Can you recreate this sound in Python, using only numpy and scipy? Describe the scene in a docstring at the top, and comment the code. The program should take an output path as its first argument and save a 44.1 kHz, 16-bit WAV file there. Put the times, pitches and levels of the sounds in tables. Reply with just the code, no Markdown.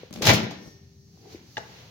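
"""In a small kitchen, a microwave door is pulled open at arm's length. The handle ticks under
the strain, then the latch hooks scrape over their catches and snap free. The oven rocks on
its feet, and its steel case booms and rings on. The loose door rattles and swings with a few
soft knocks and a rub of the hinge, then meets its plastic stop with a quick click and rebound.
Behind it all are a low room rumble and a faint hiss."""
import sys
import numpy as np
from scipy import signal
from scipy.fft import rfft, irfft
from scipy.io import wavfile
from scipy.ndimage import uniform_filter1d

SR = 44100
rng = np.random.default_rng(int(sys.argv[2]) if len(sys.argv) > 2 else 0)


def store_wav(level_fs):
    """Save 16-bit WAV to argv[1]."""
    pcm = np.round(np.clip(np.atleast_2d(level_fs), -1, 1) * 32767)
    wavfile.write(sys.argv[1], SR, pcm.T.astype(np.int16))


N = 83790
ALIKE_HZ = 566  # below about this pitch, both ears hear nearly the same


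def amp(db):
    """Turn decibels into a number to multiply by."""
    return 10 ** (np.asarray(db) / 20)


def at(points, hz):
    """Look up a pitch in a table, blending between its rows."""
    pitches, values = np.array(points, float).T
    return np.interp(np.log(hz + 1), np.log(pitches), values)


def clock():
    """The time of every sample, in seconds."""
    return np.arange(N) / SR


def freqs():
    """The pitch of every slot in a spectrum, in Hz."""
    return np.arange(N // 2 + 1) * SR / N


def pan(x, balance):
    """Make each pitch louder in one ear than in the other."""
    return irfft(rfft(x) * amp(np.array([[.5], [-.5]]) * at(balance, freqs())), N)


def noise(tone):
    """Stereo noise of strength 1, shaped by a tone table and alike in both ears in the bass."""
    mid, side = rfft(rng.standard_normal((2, N)))
    alike = 1 / (1 + (freqs() / ALIKE_HZ) ** 3)
    both = mid * np.sqrt(1 + alike) + side * np.sqrt(1 - alike) * np.array([[1], [-1]])
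    x = irfft(both * amp(at(tone, freqs())), N)
    return x / x.std()


def fade(fade_s):
    """A smooth dying away that falls 60 dB in fade_s seconds."""
    return np.exp(-np.log(1000) * clock() / max(fade_s, .002))


def through(x, response):
    """Play a sound through an object or room, given its response to one sharp tap."""
    return signal.fftconvolve(np.atleast_2d(x), np.atleast_2d(response), axes=1)[:, :N]


def ring(notes, sign=-1, swell_cycles=.14):
    """The fading notes of a struck object; sign=-1 turns every second wave upside down."""
    t, ears, out = clock(), np.array([[.5], [-.5]]), 0
    for k, (hz, db, fade_s) in enumerate(notes):
        envelope = (1 - np.exp(-t * hz / swell_cycles)) * fade(fade_s)
        ear_shift = ears * min(hz / ALIKE_HZ, np.pi / 2)  # high notes reach the ears out of step
        out = out + sign ** k * amp(db) * envelope * np.sin(2 * np.pi * hz * t + ear_shift)
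    return out


def push(db, bass, middle, treble, top, size=2048):
    """The short push of one hit, with its own loudness and its own bass, middle, treble and top."""
    hz = np.arange(size // 2 + 1) * SR / size
    tone = at([(200, bass), (500, 0), (900, 0), (1800, middle), (5000, treble), (11000, top)], hz)
    # keep this tone, but pack the energy at the very start (minimum phase)
    cepstrum = irfft(np.log(amp(db + tone)))
    cepstrum[1:size // 2] *= 2
    cepstrum[size // 2 + 1:] = 0
    return irfft(np.exp(rfft(cepstrum)))


def pushes(hits):
    """Place the push of each hit at its start time."""
    out = np.zeros(2 * N)
    for start_s, *levels in hits:
        i, pulse = int(start_s * SR), push(*levels)
        out[i:i + len(pulse)] += pulse
    return out[:N]


def strike(hits, tone, fade_s, size=8192):
    """Each hit wakes so many short notes at once that they blur into a burst of noise."""
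    out, dense, decay = np.zeros((2, N)), noise(tone), fade(fade_s)[:size]
    for k, (start_s, *levels) in enumerate(hits):
        i = int(start_s * SR)
        burst = np.roll(dense, -k * (size // 2), axis=1)[:, :size] * decay
        out[:, i:i + size] += through(push(*levels), burst)[:, :size]
    return out


# hooks hitting their catches: start_s, level_db, bass_db, middle_db, treble_db, top_db
# (the last four are added to level_db, each in its own range of pitch)
LATCH_HITS = [(.2215, -24.5, 2.5, -4, 6, 5.5), (.240, -26.5, 3, -9.5, 8, -16.5),
              (.2532, -22, 2, -5.5, 8, 6), (.266, -20.5, -16.5, -1, 6, 12), (.2705, -16, -3.5, 3.5, 8.5, 0),
              (.278, -23.5, -2, 5.5, -4, -7.5), (.286, -23.5, -3, 8.5, 11.5, 6.5),
              (.2925, -10, -6.5, 1.5, -2.5, -1.5), (.302, -14, -1, 1, -5, -2.5),
              (.312, -19, 6, -2.5, -2.5, -15), (.334, -25.5, 6.5, -9, 10.5, 12.5), (.349, -32, -7, 2, 8, 9),
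              (.432, -42.5, 10.5, 17, -9, 8), (.508, -45.5, -5, -2, 12.5, 6.5)]
# tone of the oven's panels: pitch_hz, level_db
PANEL_TONE = [(50, -32), (100, 0), (200, 6.5), (400, 3.5), (850, -0.5), (1250, -5.5), (2100, -2.5),
              (3300, -2.5), (5000, -8), (6600, -9.5), (8200, -28), (12000, -21), (16000, -23)]
# ringing notes of the steel case: pitch_hz, level_db, fade_s
CASE_NOTES = [(106, -17.5, .3), (159, -14.5, 0.84), (191.2, -22, 0.68), (232.4, -24, 0.75),
              (300.2, -24.5, 0.86), (330.7, -20, 0.63), (393, -32, 3.1), (403.5, -14.5, 0.15),
              (524, -12.5, 0.21), (571, -12.5, .2), (634.5, -18, 0.31), (834, -12, 0.16)]
# ringing notes of the latch springs: pitch_hz, level_db, fade_s
SPRING_NOTES = [(1819, -34, 1.1), (1991, -15, 0.076), (2186, -34, 0.72), (2308, -18.5, 0.18),
                (5240, -34, 0.46), (5636, -39, 0.99), (5755, -44, 2.2)]
# how much louder the door is in the left ear: pitch_hz, left_minus_right_db
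DOOR_BALANCE = [(100, 4), (2400, 2.5), (4400, -1.5), (8000, 7), (15000, 5)]
def latch(room, beat_hz=2.4, beat_depth=.45, echo_db=-6.5):
    """The hooks scrape and snap, shaking the panels, case, springs and hollow inside of the oven."""
    panels = strike(LATCH_HITS, PANEL_TONE, fade_s=.099) + scrape()
    inside = amp(-22) * noise(PANEL_TONE) * fade(.061)
    # the two springs are slightly out of tune, so their ring wobbles
    beat = 1 + beat_depth * np.cos(2 * np.pi * beat_hz * clock())
    metal = through(pushes(LATCH_HITS), ring(CASE_NOTES) + beat * ring(SPRING_NOTES) + inside)
    return pan(panels + amp(echo_db) * through(panels, room) + metal, DOOR_BALANCE)


def scrape(start_s=.219, end_s=.305, grain_s=.0011, rough_db=.5):
    """The hooks slide with a gritty sound, louder as the pull grows."""
    t = clock()
    grit = uniform_filter1d(rng.standard_normal(N), int(grain_s * SR))
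    db = np.interp(t, [start_s, end_s], [-31, -21]) + rough_db * grit / grit.std()
    return noise(PANEL_TONE) * amp(db) * (t > start_s) * (t < end_s)


# the oven rocking on its feet: start_s, level_db, pitch_hz, length_s
ROCKING_THUMPS = [(.268, -15.5, 104, 0.051), (.318, -20.5, 112, .046), (0.421, -29, 119.8, .045)]
def thumps():
    """The whole oven is tugged and rocks back: a few deep waves that swell and die."""
    out = np.zeros(N)
    for start_s, db, hz, length_s in ROCKING_THUMPS:
        t = np.clip(clock() - start_s, 0, length_s)
        out += amp(db) * np.sin(np.pi * t / length_s) * np.sin(2 * np.pi * hz * t)
    return pan(out, DOOR_BALANCE)


# dull bumps of the handle, case and hinge: start_s, level_db, pitch_hz
DULL_KNOCKS = [(.033, -29, 458), (0.21, -22.5, 420), (0.218, -19, 200), (0.295, -16, 525), (.512, -31, 746),
               (1.174, -51, 740), (1.257, -43, 750), (1.3465, -29, 340), (1.356, -42.5, 447)]
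def knocks(room, swell_cycles=.52, fade_cycles=7.7, echo_db=-14):
    """Each soft bump sounds one note that dies within a few waves."""
    out = np.zeros(N)
    for start_s, db, hz in DULL_KNOCKS:
        cycles = np.maximum(clock() - start_s, 0) * hz
        swell = 1 - np.exp(-cycles / swell_cycles)
        decay = np.exp(-np.log(1000) * cycles / fade_cycles)
        out += 2 * amp(db) * swell * decay * np.sin(2 * np.pi * cycles)
    return pan(out + amp(echo_db) * through(out, room), DOOR_BALANCE)


# the door hitting its stop: start_s, level_db, bass_db, middle_db, treble_db, top_db
STOP_HITS = [(1.5697, -41, 3.5, 16, 14.5, -14), (1.5765, -34.5, -4.5, -2, -1, -13),
             (1.5799, -32.5, -9.5, -9.5, 2.5, -5)]
# hollow notes of the plastic stop: pitch_hz, level_db, fade_s
STOP_NOTES = [(828, 7, 0.035), (1700, -2, 0.043), (1860, 5.5, 0.0066), (2860, 2.5, 0.015),
              (3440, 1.5, 0.009)]
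# tone of the stop's crack: pitch_hz, level_db
CRACK_TONE = [(80, 4.5), (500, 0), (1100, -4.5), (1500, 0), (2400, -15.5), (4700, -18), (6200, -11),
              (8500, -31.5), (16000, -44)]
# how much louder the stop is in the left ear: pitch_hz, left_minus_right_db
STOP_BALANCE = [(100, 8.5), (800, 0), (2400, 3), (4400, -5), (8000, 6)]
def door_stop(room, crack_echo_db=-7, hollow_echo_db=-15):
    """The door meets its stop with a hollow plastic click and a duller rebound."""
    hollow = through(pushes(STOP_HITS), ring(STOP_NOTES, sign=1))
    crack = amp(3.5) * strike(STOP_HITS, CRACK_TONE, fade_s=.046)
    echo = through(amp(crack_echo_db) * crack + amp(hollow_echo_db) * hollow, room)
    return pan(hollow + crack + echo, STOP_BALANCE)


# dry ticks of the handle: start_s, level_db, bass_db, middle_db, treble_db, top_db
HANDLE_TICKS = [(.1276, -36, 7.5, -5.5, 5, 7), (.1386, -43.5, -8, -4, 12.5, 15.5),
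                (.1605, -39, 4.5, 2, 8.5, 2), (1.3565, -50.5, 8, 12, -8, -13)]
def handle(room, echo_db=-3):
    """The plastic handle ticks as it takes the strain."""
    ticks = strike(HANDLE_TICKS, PANEL_TONE, fade_s=.024)
    return pan(ticks + amp(echo_db) * through(ticks, room), DOOR_BALANCE)


# the door rattling under the pull, then once free: start_s, end_s, start_level_db, end_level_db
RATTLE_SPELLS = [(0.107, 0.221, -45.5, -36.5), (0.616, .69, -55, -41)]
# dull tone of the door frame: pitch_hz, level_db
FRAME_TONE = [(70, -6.5), (140, 1.5), (300, -3.5), (1000, -29), (4000, -51.5)]
def rattle(taps_per_s=220):
    """Many light, uneven taps of the loose door blur into a soft rattle."""
    t, taps = clock(), np.zeros(N)
    for start_s, end_s, start_db, end_db in RATTLE_SPELLS:
        random_taps = rng.standard_normal(N) * (rng.random(N) < taps_per_s / SR)
        db = np.interp(t, [start_s, end_s], [start_db, end_db])
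        taps += random_taps * amp(db) * (t > start_s) * (t < end_s)
    frame = noise(FRAME_TONE) * fade(.07)
    frame /= np.sqrt(np.sum(frame ** 2) / 2 * taps_per_s / SR)  # equally loud at any tap rate
    return pan(through(taps, frame), DOOR_BALANCE)


# tone of the rubbing hinge: pitch_hz, level_db
HINGE_TONE = [(120, -6.5), (280, 1), (450, 8), (590, -30), (770, 3), (1100, -47), (3000, -34),
              (8000, -59.5)]
def hinge(peak_s=1.273, rise_db_per_s=142, fall_db_per_s=108, squeak_hz=4750, width_hz=60):
    """A soft rub and a thin, unsteady squeak swell and fade as the door swings."""
    past_peak_s = clock() - peak_s
    swell = amp(np.minimum(past_peak_s * rise_db_per_s, -past_peak_s * fall_db_per_s))
    spectrum = rfft(rng.standard_normal((2, N)))
    squeak = irfft(spectrum / (1 + ((freqs() - squeak_hz) / width_hz) ** 2), N)
    rub = amp(-49) * noise(HINGE_TONE)
    return pan(swell * (rub + amp(-68) * squeak / squeak.std()), DOOR_BALANCE)


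# how long the kitchen's echo lasts: pitch_hz, fade_s
ECHO_FADES = [(100, 0.62), (300, 0.67), (2000, 0.49), (5000, 0.43), (9000, 0.21)]
def kitchen(bands=10, build_s=.004):
    """The room answers a tap with a smooth wash of echoes; the high pitches die first."""
    white = rfft(noise([(20, 0), (20000, 0)]))
    pitches, tail = np.geomspace(60, 16000, bands), 0
    for hz, share in zip(pitches, np.eye(bands)):
        band = irfft(white * at(list(zip(pitches, share)), freqs()), N)
        tail = tail + band * fade(at(ECHO_FADES, hz))
    tail *= 1 - np.exp(-clock() / build_s)
    return tail / np.sqrt(np.sum(tail ** 2) / 2)


# tone of the low room rumble: pitch_hz, level_db
RUMBLE_TONE = [(25, -20.5), (55, -16), (85, 1), (120, 1), (175, -2.5), (260, -14), (420, -24.5), (800, -39),
               (2000, -72)]
# tone of a soft rushing sound in the middle pitches: pitch_hz, level_db
RUSH_TONE = [(200, -1.5), (420, 2.5), (620, -1.5), (830, -1), (1300, -6), (2100, -2.5), (3000, -3),
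             (4200, -3.5), (8000, -43.5)]
# tone of the faint high hiss: pitch_hz, level_db
HISS_TONE = [(1500, -21.5), (3000, -25.5), (4300, -1.5), (6300, -1.5), (8300, -23), (11000, -18.5),
             (15500, -14)]
# how the rush and the hiss rise and fall: time_s, rush_db, hiss_db
AIR_LEVELS = [(0, -50.5, -59.5), (0.099, -58.5, -65), (.2, -57.5, -81), (.55, -48.5, -61),
              (.68, -60.5, -56), (.8, -65.5, -66), (1.03, -75, -65.5), (1.2, -66, -61.5),
              (1.271, -60, -60.5), (1.328, -52, -52), (1.41, -60.5, -62.5), (1.54, -61.5, -56.5),
              (1.65, -55.5, -57), (1.788, -50.5, -56), (1.9, -55, -59.5)]
# how much louder the background is in the left ear: pitch_hz, left_minus_right_db
AIR_BALANCE = [(100, 2.5), (500, 2.5), (2400, 1.5), (4400, -4.5), (8000, 3), (15000, -2)]
def background(rumble_db=-53.5):
    """The room rumbles steadily; a soft rush and hiss sink after the clunk and swell again."""
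    time_s, rush_db, hiss_db = np.array(AIR_LEVELS).T
    rush = noise(RUSH_TONE) * amp(np.interp(clock(), time_s, rush_db))
    hiss = noise(HISS_TONE) * amp(np.interp(clock(), time_s, hiss_db))
    return pan(rush + hiss + amp(rumble_db) * noise(RUMBLE_TONE), AIR_BALANCE)


def scene():
    """Add up the sounds of the door and its kitchen."""
    room = kitchen()
    door = handle(room) + rattle() + latch(room) + thumps() + knocks(room) + hinge() + door_stop(room)
    return door + background()


def record(dry, low_cut_hz=50, high_cut_hz=15850):
    """Cut the deep bass, clip any peak beyond full scale, then cut the highest treble."""
    bass_cut = signal.butter(4, low_cut_hz, "high", fs=SR, output="sos")
    treble_cut = signal.ellip(10, .1, 80, high_cut_hz, fs=SR, output="sos")
    clipped = np.clip(signal.sosfilt(bass_cut, dry), -1, 1)
    return signal.sosfilt(treble_cut, clipped)


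dry = scene()
out = record(dry)
store_wav(out)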